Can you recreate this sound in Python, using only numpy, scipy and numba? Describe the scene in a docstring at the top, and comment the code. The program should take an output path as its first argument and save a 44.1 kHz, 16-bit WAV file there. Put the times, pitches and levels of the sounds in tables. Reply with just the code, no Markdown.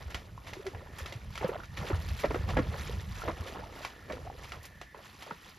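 """Horses wade through a shallow creek some metres away.
First hooves clack on stones, while swinging legs churn up bubbles and throw spray over the running water.
From about 1.4 s the hooves plunge hard: each slaps the surface and traps an air pocket that resonates.
Cavities gulp and glug, and a low rumble of shifted water swells to its height near 2.5 s.
After 4 s the splashes weaken among more clacks, and the current rushes and gurgles on underneath."""
import sys
import numpy as np
from scipy import signal
from scipy.fft import rfft, irfft, next_fast_len
from scipy.io import wavfile
from scipy.ndimage import uniform_filter1d
from numba import njit

SR = 44100
rng = np.random.default_rng(int(sys.argv[2]) if len(sys.argv) > 2 else 0)


def wav_record(signal):
    """Record a signal, one row per channel, as 16-bit PCM in the file named by sys.argv[1]."""
    frames = np.transpose(np.atleast_2d(signal))
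    bounded = np.clip(frames, -1, 1)
    # unit amplitude maps onto the largest positive 16-bit level
    quanta = np.round(bounded * 32767).astype(np.int16)
    wavfile.write(sys.argv[1], SR, quanta)


N = 246078
T = np.arange(N) / SR


# hooves entering the water: start_s, pocket_db, pitch_hz, slap_db
HOOF_PLUNGES = [(0.746, -36.5, 760, -46.5), (1.121, -39, 547, -49), (1.409, -35, 804, -40),
                (1.444, -17, 515, -44), (1.491, -22.5, 465, -38), (1.9, -28, 534, -36.5),
                (2.2423, -14.5, 579, -30), (2.2535, -24, 618, -37), (2.305, -27.5, 550, -31),
                (2.343, -37, 466, -30.5), (2.357, -27, 470, -39.5), (2.568, -18.5, 522, -25.5),
                (2.587, -19, 500, -31.5), (3.282, -25.5, 520, -32), (4.098, -32, 545, -40),
                (4.108, -27.5, 605, -43.5), (4.945, -35, 1000, -49), (5.308, -28, 930, -42)]
# upper modes of the air pocket: pitch_ratio, level_db
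POCKET_MODES = [(2.1, -18), (3.35, -20)]
# spectrum of the surface slap: frequency_hz, gain_db
SLAP_SPECTRUM = [(250, 17), (520, 11), (760, 2.5), (1300, 2.5), (2300, -2.5), (3100, -13.5), (12000, -40)]
def plunges(ring_cycles=25):
    """Cavity resonance: a hoof slaps the surface and traps air, which rings in several damped modes."""
    out, t = np.zeros(N), T[:SR // 4]
    for start_s, pocket_db, pitch_hz, slap_db in HOOF_PLUNGES:
        phase = 2 * np.pi * pitch_hz * t * (1 + t)
        detunings = 1 + .06 * rng.standard_normal(len(POCKET_MODES))
        upper = sum(undb(db) * np.sin(ratio * detune * phase)
                    for (ratio, db), detune in zip(POCKET_MODES, detunings))
        pocket = (np.sin(phase) + upper) * fade(t, ring_cycles / pitch_hz) * onset(t, 0.00091)
        push = (fade(t, 0.03) + undb(-22.5) * fade(t, 0.2)) * onset(t, 0.0049)  # impact, then wash
        slap = colour(rng.standard_normal(len(t)) * push, SLAP_SPECTRUM)
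        slap = butterworth(slap, 3, pitch_hz / 2, "high")  # a small cavity has no bass
        slap /= np.sqrt(np.mean(slap[:SR // 80] ** 2))
        add(out, start_s, undb(pocket_db) * pocket + undb(slap_db) * slap)
    return out


# legs swinging through the water: fastest_s, churn_db, spray_db
STRIDES = [(0.05, -47.5, -56), (0.522, -47, -54), (0.74, -47.5, -61), (1.028, -50.5, -51.5),
           (1.38, -84, -52), (1.84, -45, -50.5), (2.04, -62, -50), (2.18, -56, -49.5), (2.38, -45.5, -63),
           (2.7, -43.5, -57), (2.83, -55, -47), (3.19, -50, -48.5), (3.421, -43.5, -54.5), (3.57, -46, -54),
           (3.812, -54.5, -52.5), (4.142, -43.5, -57), (4.45, -60, -53.5), (5.059, -58, -54),
           (5.24, -59, -53.5), (5.47, -60.5, -55.5)]
def strides(swing_s=0.09, churn_settle_s=0.3, spray_settle_s=0.19):
    """Power summation: each stride builds and settles, adding to the envelopes of churn and spray."""
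    t = T[::100]
    fastest_s, churn_db, spray_db = np.transpose(STRIDES)[:, :, None]
    swing = np.exp(-(np.minimum(t - fastest_s, 0) / swing_s) ** 2)
    since_s = np.maximum(t - fastest_s, 0)
    stirred = undb(churn_db) * swing * np.exp(-since_s / churn_settle_s)
    thrown = undb(spray_db) * swing * np.exp(-since_s / spray_settle_s)
    return [np.interp(T, t, np.linalg.norm(each, axis=0)) for each in (stirred, thrown)]


# surge of shifted water, greatest with the near horse in midstream: time_s, level_db
SURGE = [(0.0, -53), (0.46, -58.5), (0.82, -61), (2.52, -43), (3.25, -45.5), (3.85, -71.5), (4.37, -52.5),
         (4.94, -67), (5.58, -73.5)]
def wading():
    """Amplitude modulation: strides and surge drive churn and spray; the rumble follows the surge."""
    surge = undb(np.interp(T, *np.transpose(SURGE)))
    stirred, thrown = strides()
    churning = np.hypot(stirred, surge * undb(-14))
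    spraying = np.hypot(thrown, surge * undb(-11))
    return churn() * churning + sloshes() + spray() * spraying + showers() + rumble() * surge * undb(8.5)


# spectrum of churned water: frequency_hz, gain_db
CHURN_SPECTRUM = [(100, 11.5), (200, 0), (500, 2), (1300, -6.5), (2100, -13.5), (9000, -52)]
def churn():
    """Air entrainment: legs stir in many short-lived bubbles and a few longer-ringing plops."""
    bubbles = bubble_cloud(count=2600, low_hz=180, high_hz=4000, cycles=9, spread_db=2.6, rise=.2)
    plops = bubble_cloud(count=150, low_hz=500, high_hz=2200, cycles=26, spread_db=1.5, rise=.2)
    return unit(colour(bubbles + .42 * plops, CHURN_SPECTRUM))


# water shoved ahead of a leg: start_s, level_db, rise_s
SLOSHES = [(1.412, -36.5, 0.021), (1.52, -40.5, 0.024), (1.79, -42.5, 0.035), (1.9, -39.5, 0.018),
           (2.232, -32, 0.006), (2.47, -39, 0.032), (2.725, -42, 0.015), (3.225, -42, 0.025),
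           (3.276, -35.5, 0.01), (3.545, -41.5, 0.014), (3.58, -44, 0.014), (4.525, -47, 0.017),
           (4.95, -51, 0.021), (5.26, -46.5, 0.019)]
# spectrum of its froth: frequency_hz, gain_db
SLOSH_SPECTRUM = [(250, 0.5), (550, 9.5), (1300, 4.5), (2200, -6.5), (7000, -21.5)]
def sloshes():
    """Displacement: water pushed by a leg wells up in a burst of ringing froth."""
    froth = bubble_cloud(count=4500, low_hz=270, high_hz=5000, cycles=15, spread_db=2.5, rise=.2)
    return unit(colour(froth, SLOSH_SPECTRUM)) * swells(SLOSHES)


# spectrum of falling spray: frequency_hz, gain_db
SPRAY_SPECTRUM = [(400, -14), (1000, 7), (3000, 3.5), (5000, -1), (8000, -7.5), (13000, -12.5)]
def spray():
    """Drop impact: droplets patter back on the surface as tiny resonances in a flickering hiss."""
    drops = bubble_cloud(count=16000, low_hz=700, high_hz=14000, cycles=16, spread_db=2.7, rise=.1)
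    hiss = .5 * rng.standard_normal(N)
    return unit(colour(drops + hiss, SPRAY_SPECTRUM)) * undb(1.4 * wander(60))


# showers of kicked-up water: start_s, level_db
SHOWERS = [(0.098, -47.5), (0.464, -45.5), (0.982, -44), (1.626, -53.5), (1.766, -43.5), (1.862, -42.5),
           (2.188, -42.5), (2.483, -42), (2.778, -47.5), (3.464, -43.5), (3.8245, -44.5), (4.433, -50),
           (4.636, -49.5), (5.205, -55)]
def showers(rise_s=0.013):
    """Atomisation: freshly thrown water breaks into finer, crisper drops."""
    drops = bubble_cloud(count=36000, low_hz=1000, high_hz=14500, cycles=10, spread_db=3, rise=.1)
    bursts = swells([(start_s, level_db, rise_s) for start_s, level_db in SHOWERS])
    return unit(colour(drops, [(2500, -12.5), (13000, -33.5)])) * bursts


# hooves striking stones: start_s, level_db, pitch_hz
STONE_STRIKES = [(0.1451, -27.5, 2000), (0.5335, -35.5, 2090), (0.6663, -33.5, 1390), (1.059, -33.5, 1270),
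                 (1.1237, -36.5, 2050), (1.3549, -34.5, 2120), (1.377, -33, 1320), (1.773, -36, 1850),
                 (3.849, -27.5, 1080), (4.1229, -36, 1760), (4.5199, -33.5, 1380), (4.814, -37.5, 1250),
                 (5.223, -38, 2090)]
# spectrum of the crack and crunch: frequency_hz, gain_db
CLACK_SPECTRUM = [(250, -4), (700, 6.5), (1400, 2.5), (2200, 6.5), (3500, 0.5), (6000, -4.5), (14000, -23)]
def clacks():
    """Impact excitation: a hoof cracks against a stone, which rings briefly; gravel crunches after it."""
    out, t = np.zeros(N), T[:SR // 4]
    for start_s, level_db, pitch_hz in STONE_STRIKES:
        crack, grit = rng.standard_normal((2, len(t)))
        contact = onset(t, 0.00013)  # water cushions the blow
        crunch = undb(-13.5) * grit * np.abs(grit) * fade(t, 0.19)
        hit = colour(contact * (crack * fade(t, 0.032) + crunch), CLACK_SPECTRUM)
        hit /= np.sqrt(np.mean(hit[:SR // 200] ** 2))
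        stone = np.sin(2 * np.pi * pitch_hz * t) * fade(t, 0.017) * contact
        add(out, start_s, undb(level_db) * (undb(-6) * hit + stone))
    return out


# water closing behind a leg: start_s, level_db, pitch_hz
GULPS = [(0.055, -33.5, 67), (0.745, -34, 82), (1.014, -32.5, 76), (1.153, -32, 113), (1.445, -26.5, 171),
         (1.928, -20, 86), (2.107, -24.5, 76), (2.433, -25.5, 87.3), (2.975, -26.5, 85), (3.4, -28, 83)]
def gulps(rise_cycles=0.75):
    """Heavy damping: a large cavity swells and dies away within a few deep cycles."""
    out, t = np.zeros(N), T[:SR // 4]
    for start_s, level_db, pitch_hz in GULPS:
        age = pitch_hz * t / rise_cycles
        add(out, start_s, undb(level_db) * age * np.exp(1 - age) * np.sin(2 * np.pi * pitch_hz * t))
    return out


# cavities beside a leg: start_s, length_s, first_hz, last_hz, level_db
GLUGS = [(0.591, 0.02, 426, 390, -37), (0.65, 0.047, 398, 371, -32), (1.898, 0.026, 489, 222, -27.5),
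         (2.584, 0.03, 447, 116, -22), (3.271, 0.031, 606, 223, -32), (4.259, 0.027, 550, 880, -38),
         (4.81, 0.014, 1037, 100, -43), (5.312, 0.02, 240, 140, -40)]
def glugs():
    """Resonance follows volume: a cavity's note falls as it widens and rises as it closes."""
    out = np.zeros(N)
    for start_s, length_s, first_hz, last_hz, level_db in GLUGS:
        age = np.linspace(0, 1, int(length_s * SR))
        phase = 2 * np.pi * np.cumsum(first_hz + (last_hz - first_hz) * age) / SR
        add(out, start_s, undb(level_db) * np.sin(np.pi * age) ** 2 * np.sin(phase))
    return out


# single large bubbles and drops: start_s, level_db, pitch_hz
LONE_BUBBLES = [(0.378, -35.5, 1020), (0.569, -36, 365), (0.823, -40, 535), (1.518, -30.5, 540),
                (1.531, -34, 880), (1.602, -34.5, 1430), (1.635, -35.5, 1400), (2.895, -30.5, 450),
                (3.219, -29, 1310), (3.462, -38, 520), (3.636, -34.5, 875), (3.808, -38.5, 595),
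                (4.133, -30.5, 487), (4.3, -31.5, 766), (5.310, -28.5, 1330)]
def plips(cycles=21.0, rise=0.18):
    """Bubble resonance: each lone bubble rings briefly, rising in pitch."""
    start_s, level_db, pitch_hz = np.transpose(LONE_BUBBLES)
    starts = (start_s * SR).astype(np.int64)
    return ring_bubbles(starts, pitch_hz.copy(), np.full(len(starts), cycles), undb(level_db), rise)


# sharp smacks of thrown water: start_s, level_db
SMACKS = [(0.985, -45.5), (1.479, -49), (2.199, -46), (4.63, -51), (4.654, -46.5)]
def smacks(t60_s=0.08):
    """Broadband transient: thrown water hits the surface with a bright crack and a short fizz."""
    out, t = np.zeros(N), T[:SR // 10]
    for start_s, level_db in SMACKS:
        bright_noise = np.diff(rng.standard_normal(len(t) + 1))
        crack = butterworth(bright_noise, 1, 3000, "low")
        add(out, start_s, undb(level_db) * unit(crack) * fade(t, t60_s))
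    return out


# spectrum of shifted water: frequency_hz, gain_db
RUMBLE_SPECTRUM = [(20, -22), (43, 14.5), (75, 16.5), (130, 9), (210, 1), (330, -36), (900, -60)]
def rumble():
    """Bulk motion: shifted water makes a low noise whose level flutters."""
    low = colour(rng.standard_normal(N), RUMBLE_SPECTRUM)
    low /= np.sqrt(uniform_filter1d(low ** 2, SR // 12) + 1e-12)  # even out the level
    flutter_db = 8 * np.tanh(.7 * wander(24))
    return low * unit(undb(flutter_db))


# spectrum of the current: frequency_hz, gain_db
CREEK_SPECTRUM = [(200, 1.5), (700, -21.5), (2000, -28), (3500, -20.5), (8000, -25), (13000, -27)]
def creek(rush_db=-61, gurgle_db=-68, gurgle_hz=1780, bandwidth_hz=170):
    """Flow noise: a soft broadband rush, with a narrow band that gurgles as its level wavers."""
    rush = unit(colour(rng.standard_normal(N), CREEK_SPECTRUM))
    gurgle = unit(resonate(rng.standard_normal(N), gurgle_hz, q=gurgle_hz / bandwidth_hz))
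    waver_db = 9.7 * np.tanh(wander(4.4))
    return undb(rush_db) * rush + undb(gurgle_db + waver_db) * gurgle


def banks(x, t60_s, wet_db):
    """Diffuse scattering: banks and trees return a faint, dull tail, different in each ear."""
    t = T[:SR // 2]
    tails = rng.standard_normal((2, len(t))) * fade(t, t60_s) * onset(t, 0.0001)
    tails = [colour(tail, [(100, 5.5), (1500, 21.5), (9000, -8)]) for tail in tails]
    echoes = [signal.fftconvolve(x, tail / np.linalg.norm(tail))[:N] for tail in tails]
    return undb(wet_db) * np.array(echoes)


# phase between two microphone ports: frequency_hz, right_lead_turns
PORT_PHASE = [(1200, -.03), (1450, -.14), (1610, -.36), (1700, 0), (5100, 0), (5700, .14), (6700, .16),
              (8400, .5), (11100, 1), (13000, 1), (14700, 1.5)]
def ports(x, ring_hz=1910, ring_q=40, ring_db=-6):
    """Phase difference: two ports disagree near resonance and in the treble; the right rings faintly."""
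    lead_turns = np.interp(np.arange(N // 2 + 1) * SR / N, *np.transpose(PORT_PHASE))
    half_shift = np.exp(1j * np.pi * lead_turns)
    left, right = irfft(rfft(x) * np.array([1 / half_shift, half_shift]), N)
    return np.array([left, right + undb(ring_db) * resonate(right, ring_hz, ring_q)])


def bubble_cloud(count, low_hz, high_hz, cycles, spread_db, rise):
    """Superposition: bubbles of random onset, pitch, life and strength merge into an even spectrum."""
    when, pitch, life, luck = rng.random((count, 4)).T
    pitch_hz = low_hz * (high_hz / low_hz) ** pitch
    gain = pitch_hz * undb(-spread_db * np.log(np.maximum(luck, np.exp(-4))))
    return unit(ring_bubbles((when * N).astype(np.int64), pitch_hz, cycles * (.5 + life), gain, rise))


@njit
def ring_bubbles(starts, pitch_hz, cycles, gain, rise):
    """Damped oscillation: each bubble's pitch climbs by the fraction `rise` as it nears the surface."""
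    out = np.zeros(N)
    for k, start in enumerate(starts):
        length, phase = int(cycles[k] / pitch_hz[k] * SR) + 2, 0.
        for j in range(min(length, N - start)):
            phase += 2 * np.pi * pitch_hz[k] * (1 + rise * j / length) / SR
            out[start + j] += gain[k] * np.exp(-6 * j / length) * np.sin(phase)
    return out


def swells(bursts):
    """Critically damped envelopes: each burst wells up and dies away."""
    out, t = np.zeros(N), T[:SR // 2]
    for start_s, level_db, rise_s in bursts:
        age = t / rise_s
        add(out, start_s, undb(level_db) * age * np.exp(1 - age))
    return out


def colour(x, spectrum):
    """Minimum-phase filter through (frequency_hz, gain_db) points."""
    hz, db = np.transpose(spectrum)
    n = 2 * next_fast_len(len(x))
    bins_hz = np.arange(n // 2 + 1) * SR / n
    gain = undb(np.interp(np.log(bins_hz + 1), np.log(hz), db))
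    cepstrum = irfft(np.log(gain))
    cepstrum[1:n // 2] *= 2  # folding onto positive time makes it causal
    cepstrum[n // 2 + 1:] = 0
    return irfft(rfft(x, n) * np.exp(rfft(cepstrum)), n)[:len(x)]


def butterworth(x, order, cutoff_hz, kind):
    """Maximally flat low-pass or high-pass filter."""
    return signal.sosfilt(signal.butter(order, cutoff_hz, kind, fs=SR, output="sos"), x)


def resonate(x, centre_hz, q):
    """Second-order resonance."""
    return signal.lfilter(*signal.iirpeak(centre_hz, q, fs=SR), x)


def wander(rate_hz):
    """Smooth random modulation of rms 1."""
    hold = int(SR / rate_hz)
    steps = np.repeat(rng.standard_normal(N // hold + 1), hold)
    return unit(uniform_filter1d(steps, hold)[:N])


def onset(t, rise_s):
    """First-order rise towards 1."""
    return 1 - np.exp(-t / rise_s)


def fade(t, t60_s):
    """Free exponential decay."""
    return np.exp(-np.log(1000) * t / t60_s)


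def undb(db):
    """Decibels to gain."""
    return 10 ** (np.asarray(db) / 20)


def unit(x):
    """Scale to rms 1."""
    return x / np.sqrt(np.mean(x ** 2) + 1e-20)


def add(out, start_s, sound):
    """Superpose a sound at start_s."""
    i = int(start_s * SR)
    out[i:i + len(sound)] += sound[:max(N - i, 0)]


# stereo spread of the water: frequency_hz, side_minus_mid_db
WATER_WIDTH = [(60, -44), (150, -16.5), (900, -11), (1600, -10), (2200, -9), (4000, -59)]
def scene(right_bias_db=1.05):
    """Decorrelation: the horses are nearly ahead; an independent side signal spreads the water."""
    hooves = plunges() + plips() + clacks() + gulps() + glugs() + smacks()
    direct = ports(hooves + wading() + creek())
    side = colour(wading() + creek(), WATER_WIDTH)
    balance = undb(np.array([[-right_bias_db], [right_bias_db]]) / 2)
    return (direct + np.array([side, -side])) * balance + banks(hooves, t60_s=0.12, wet_db=-18.5)


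def record(dry, bottom_hz=28, top_hz=14600):
    """Band limiting: filters cut the deepest bass and the highest treble."""
    lean = butterworth(dry, 2, bottom_hz, "high")
    return signal.sosfilt(signal.ellip(8, .2, 70, top_hz, fs=SR, output="sos"), lean)


dry = scene()
out = record(dry)
wav_record(out)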